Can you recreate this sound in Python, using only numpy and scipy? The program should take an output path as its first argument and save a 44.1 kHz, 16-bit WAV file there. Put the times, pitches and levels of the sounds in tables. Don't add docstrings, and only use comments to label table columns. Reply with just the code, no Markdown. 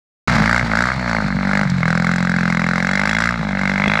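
import sys
import numpy as np
from scipy import signal
from scipy.fft import rfft, irfft
from scipy.io import wavfile
from scipy.ndimage import uniform_filter1d

SR = 44100
rng = np.random.default_rng(int(sys.argv[2]) if len(sys.argv) > 2 else 0)


def wrap_up_sound(samples):
    columns = np.atleast_2d(samples).T
    tamed = np.clip(columns, -1, 1)
    steps = np.round(tamed * 32767).astype(np.int16)
    wavfile.write(sys.argv[1], SR, steps)


N = 176400


def from_db(db):
    return 10 ** (np.asarray(db) / 20)


def unit_level(x):
    return x / np.sqrt(np.mean(x ** 2) + 1e-20)


def curve(rows):
    return np.interp(np.arange(N) / SR, *np.transpose(rows))


def keep_side(x, hz, side, order=2):
    return signal.sosfilt(signal.butter(order, hz, side, fs=SR, output="sos"), x + 1e-18)


def resonate(x, hz, width_hz):
    decay = np.exp(-np.pi * width_hz / SR)
    feedback = [1, -2 * decay * np.cos(2 * np.pi * hz / SR), decay ** 2]
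    return signal.lfilter(np.array([1, 0, -1]) * (1 - decay ** 2) / 2, feedback, x + 1e-18)


def colour(x, spectrum):
    hz, db = np.transpose(spectrum)
    log_hz = np.log(np.arange(N // 2 + 1) * SR / N + 1)
    cepstrum = irfft(np.log(from_db(np.interp(log_hz, np.log(hz), db))))
    cepstrum[1:N // 2] *= 2
    cepstrum[N // 2 + 1:] = 0
    return irfft(rfft(x) * np.exp(rfft(cepstrum)))


def clicks(times, sizes=1):
    out = np.zeros(N)
    out[np.clip((times * SR).astype(int), 0, N - 1)] = sizes
    return out


def puffs(train, rise_s):
    decay = np.exp(-1 / (rise_s * SR))
    swell = signal.lfilter([0, np.e / (rise_s * SR)], [1, -2 * decay, decay ** 2], train + 1e-18)
    return swell * rng.standard_normal(N)


def random_sizes(count, scatter_db):
    return from_db(scatter_db * rng.standard_normal(count))


def even_out(x, firings, scatter_db):
    cycle = np.cumsum(clicks(firings)).astype(int)
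    power = np.bincount(cycle, x * x) / np.maximum(np.bincount(cycle), SR * np.diff(firings).min())
    gain = random_sizes(len(power), scatter_db) / np.sqrt(np.maximum(power, np.median(power) / 10))
    return x * uniform_filter1d(gain[cycle], size=60)


def play_rings(shape, times, sizes, pitch_ratios):
    steps, out = np.arange(len(shape)), np.zeros(N + SR)
    for start, size, ratio in zip((times * SR).astype(int), sizes, pitch_ratios):
        out[start + steps] += size * np.interp(steps * ratio, steps, shape, right=0)
    return out[:N] / np.abs(shape).max()


# (time [s], speed [firings per second])
ENGINE_SPEED = [(0.275, 62.67), (0.34, 58.13), (0.41, 51.73), (0.48, 56.47), (0.59, 61.6), (0.66, 57.7),
                (0.73, 52.6), (0.8, 59.53), (0.94, 66.34), (0.98, 63.26), (1.1, 56.98), (1.18, 54.46),
                (1.28, 47.76), (1.39, 47.37), (1.63, 51.03), (1.68, 45.2), (1.77, 46.2), (1.82, 40.1),
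                (2.0, 42.9), (2.2, 44.62), (2.62, 42.46), (2.8, 44.16), (3.0, 49.65), (3.32, 59.88),
                (3.5, 48.45), (3.72, 48.16), (3.88, 50.8), (4.0, 56.34)]

def engine(running):
    cycles = np.cumsum(curve(ENGINE_SPEED) * running) / SR - 0.31
    firings = np.flatnonzero(np.diff(np.floor(cycles)) > 0) / SR
    return cycles, firings


# (time [s], level [dB])
THROB_LEVEL = [(.28, -26.5), (.9, -32.5), (1.4, -33), (1.72, -41), (2.7, -42), (3.3, -33), (3.45, -34.5),
               (4, -39.5)]

def throb(cycles):
    wave = np.cos(2 * np.pi * cycles) - np.cos(4 * np.pi * cycles)
    return np.sqrt(2) * wave * from_db(curve(THROB_LEVEL))


# (frequency [Hz], level [dB])
SILENCER_TONE = [(30, -54), (62, -17.5), (90, -15.5), (112, -6.5), (140, -3), (168, 3.5), (190, 5.5),
                 (222, 0.5), (260, -10), (300, -16), (380, -33.5), (900, -79.5)]

def silencer(times, sizes, pitches_hz, length_s=0.075):
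    shape = -colour(clicks(np.zeros(1)), SILENCER_TONE)[:int(length_s * SR)]
    return play_rings(shape, times, sizes, pitches_hz / 190)


# (time [s], pitch [Hz])
BOOM_PITCH = [(.28, 199), (.6, 210), (1.2, 205), (1.63, 194.3), (1.69, 168), (1.82, 162), (1.95, 182.4),
              (2.7, 190.7), (3.2, 202.5), (4, 190)]
# (time [s], level [dB])
BOOM_LEVEL = [(0.28, -22.5), (0.39, -17), (0.62, -28.5), (0.63, -24), (0.81, -22.5), (0.93, -34.5),
              (0.97, -26), (1.43, -20), (1.63, -19), (1.68, -22), (1.71, -17), (1.77, -17), (1.8, -18.5),
              (1.84, -18), (2.55, -19), (3.4, -26), (3.42, -23), (3.88, -20), (3.98, -24)]

def boom(firings, delay_s=0.0001, gain_db=0.5):
    sizes = random_sizes(len(firings), scatter_db=1.3)
    note = silencer(firings + delay_s, sizes, np.interp(firings, *np.transpose(BOOM_PITCH)))
    power = uniform_filter1d(uniform_filter1d(note ** 2, size=3000), size=3000)
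    steady_note = note / np.sqrt(np.maximum(power, power.mean() / 10))
    return steady_note * from_db(curve(BOOM_LEVEL) + gain_db)


# (pitch [Hz], width [Hz], level [dB])
PIPE_NOTES = [(559, 162, 6.5), (769, 73, 3.5)]
# (time [s], level [dB])
PIPE_LEVEL = [(0.28, -23), (0.58, -21), (0.68, -31), (0.74, -20), (0.94, -28.5), (1.15, -20), (1.3, -32.5),
              (1.62, -19.5), (1.655, -30), (1.76, -49), (1.8, -28), (1.88, -24), (2.37, -29), (3.06, -23),
              (3.38, -29.5), (3.98, -22)]

def pipe(firings, base_speed=43.2, ring_s=0.014, gain_db=-4):
    pulse = clicks(np.zeros(1))
    shape = sum(from_db(db) * resonate(pulse, hz, width) for hz, width, db in PIPE_NOTES)
    shape = keep_side(shape, 451, "high", order=4)
    shape = keep_side(shape, 1470, "low")[:int(ring_s * SR)]
    pitch_ratios = (np.interp(firings, *np.transpose(ENGINE_SPEED)) / base_speed) ** 0.34
    rings = play_rings(shape, firings, np.ones(len(firings)), pitch_ratios)
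    return even_out(rings, firings, scatter_db=1) * from_db(curve(PIPE_LEVEL) + gain_db)


# (pitch [Hz], width [Hz], level [dB])
RASP_NOTES = [(1187, 240, -4.5), (1572, 260, 0.5), (2130, 202, -3)]
# (time [s], level [dB])
THROTTLE = [(0.28, -15), (0.318, -24), (0.345, -21), (0.53, -12.5), (0.6, -16), (0.64, -28.5), (0.69, -31),
            (0.72, -17), (0.77, -14.5), (0.92, -17.5), (0.95, -32.5), (1.15, -17), (1.24, -26.5),
            (1.33, -25), (1.35, -49), (1.37, -25.5), (1.49, -22.5), (1.52, -16.5), (1.63, -18), (1.66, -29),
            (1.81, -32), (1.83, -18), (2.05, -21.5), (2.07, -18), (2.21, -23), (2.28, -20.5), (3.29, -16.5),
            (3.4, -29), (3.49, -28), (3.66, -18.5), (3.72, -22.5), (3.98, -17)]

def rasp(firings, fronts, gain_db=-2.5):
    swirl = 0.45 * unit_level(puffs(clicks(firings), rise_s=0.001))
    sound = np.zeros(N)
    for k, (hz, width, db) in enumerate(RASP_NOTES):
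        jumps = unit_level(clicks(fronts, random_sizes(len(fronts), scatter_db=4.6)))
        sound += (-1) ** k * from_db(db) * resonate(jumps + swirl, hz, width)
    sound = keep_side(sound, 2320, "low", order=6)
    sound = keep_side(sound, 940, "high")
    return even_out(sound, firings, scatter_db=0.5) * from_db(curve(THROTTLE) + gain_db)


# (pitch [Hz], width [Hz], level [dB])
EDGE_NOTES = [(2060, 116, 3), (2550, 267, -5.5), (3380, 136, -11.5), (3960, 180, -14.5)]
# (time [s], level [dB])
EDGE_LEVEL = [(.28, -33), (1.3, -62), (1.9, -38.5), (2.8, -35), (2.93, -28), (3.3, -29), (3.42, -43.5),
              (3.64, -31), (3.76, -27.5), (3.83, -19.5), (4, -23.5)]

def hard_edge(firings, fronts):
    jumps = clicks(fronts)
    crack = unit_level(jumps) + 1.15 * unit_level(puffs(jumps, rise_s=0.001))
    rings = sum((-1) ** k * from_db(db) * resonate(crack, hz, width)
                for k, (hz, width, db) in enumerate(EDGE_NOTES))
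    rings = keep_side(rings, 4600, "low")
    return even_out(rings, firings, scatter_db=1.2) * from_db(curve(EDGE_LEVEL))


# (frequency [Hz], level [dB])
BRIGHT_TONE = [(1500, -43), (3000, -9), (3800, 0), (5400, 1), (6500, -7), (7600, -3.5), (8800, -22),
               (10800, -19.5), (12500, -33), (16000, -41)]
# (time [s], level [dB])
HISS_LEVEL = [(0.28, -40), (0.57, -34), (0.7, -66), (0.76, -31.5), (0.89, -35.5), (0.97, -79),
              (1.12, -31.5), (1.29, -66), (1.54, -42.5), (1.58, -34), (1.72, -55), (1.91, -36.5),
              (2.37, -40), (2.86, -37.5), (2.93, -35), (3.29, -32), (3.38, -55), (3.47, -63), (3.62, -41),
              (3.98, -47)]

def hiss(firings, fronts, gain_db=-2):
    gas = colour(puffs(clicks(fronts), rise_s=0.0019), BRIGHT_TONE)
    return even_out(gas, firings, scatter_db=2.5) * from_db(curve(HISS_LEVEL) + gain_db)


# (time [s], strength [0-1])
TAILPIPE_ECHO = [(1.2, 0.3), (1.9, 0.26), (3.4, .55), (3.85, 0.18)]

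def tailpipe(x, delay_s=0.00165):
    strength = curve(TAILPIPE_ECHO)
    return (x - strength * np.roll(x, int(delay_s * SR))) / np.sqrt(1 + strength ** 2)


def blast(firings, delay_s=0.0005, jitter_s=0.00012):
    fronts = firings + delay_s + jitter_s * rng.standard_normal(len(firings))
    return rasp(firings, fronts) + tailpipe(hard_edge(firings, fronts) + hiss(firings, fronts))


# (frequency [Hz], level [dB])
RUSH_TONE = [(30, -20), (150, -2.5), (380, -11.5), (700, -6.5), (1100, -5.5), (1600, -3.5), (2200, -6.5),
             (3000, -21), (4000, -14.5), (5500, -21.5), (7700, -29.5), (9000, -38), (15000, -54.5)]
# (time [s], level [dB])
RUSH_LEVEL = [(.28, -20), (.45, -24.5), (.7, -28), (1.4, -32.5), (2.6, -32.5), (3.15, -31), (3.45, -33),
              (4, -29)]

def snow_rush(flutter_db=2.5):
    flutter = unit_level(keep_side(rng.standard_normal(N), 60, "low"))
    rush = unit_level(colour(rng.standard_normal(N), RUSH_TONE))
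    return rush * from_db(curve(RUSH_LEVEL) + flutter_db * flutter)


# (time [s], pitch [Hz], level [dB])
CHAIN_SONG = [(0.277, 4700, -44), (.53, 4550, -42), (.67, 4500, -50), (0.819, 4400, -43),
              (1.15, 4330, -41.5), (1.602, 4080, -48), (4, 3940, -47.5)]

def chain(spread_hz=220):
    times, hz, db = np.transpose(CHAIN_SONG)
    grit = keep_side(rng.standard_normal(N) + 1j * rng.standard_normal(N), spread_hz, "low")
    cycles = np.cumsum(curve(np.c_[times, hz])) / SR
    singing = (grit * np.exp(2j * np.pi * cycles)).real
    return unit_level(singing) * from_db(curve(np.c_[times, db]))


# (time [s], level [dB])
POPS = [(0.3032, -13.5), (0.3532, -7.5), (0.4048, -10.5), (0.6277, -12.5), (0.963, -18), (1.2458, -13.5),
        (1.3497, -13.5), (1.657, -11.5), (3.3973, -16)]

def pops(pitch_hz=158.4):
    times, db = np.transpose(POPS)
    return silencer(times, from_db(db), np.full(len(times), pitch_hz))


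# (time [s], level [dB])
GEAR_TICKS = [(1.698, -20)]

def gear_tick():
    times, db = np.transpose(GEAR_TICKS)
    return colour(puffs(clicks(times, from_db(db)), rise_s=0.002), BRIGHT_TONE)


# (time [s], level [dB])
GUSTS = [(3.872, -10)]

def wind(bottom_hz=100, top_hz=290):
    times, db = np.transpose(GUSTS)
    air = puffs(clicks(times, from_db(db)), rise_s=0.0025)
    air = keep_side(air, top_hz, "low", order=3)
    air = keep_side(air, bottom_hz, "high", order=1)
    return air * np.sqrt(SR / (2 * top_hz))


def scene(start_s=0.275):
    running = np.arange(N) / SR > start_s
    cycles, firings = engine(running)
    exhaust = throb(cycles) + boom(firings) + pipe(firings) + blast(firings)
    bike = exhaust + snow_rush() + chain() + pops() + gear_tick()
    return ((bike + wind()) * running)[None]


def record(dry, overload=0.65, cutoff_hz=16500):
    squashed = dry / (1 + (dry / overload) ** 8) ** (1 / 8)
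    return signal.sosfilt(signal.cheby2(14, 60, cutoff_hz, fs=SR, output="sos"), squashed)


dry = scene()
out = record(dry)
wrap_up_sound(out)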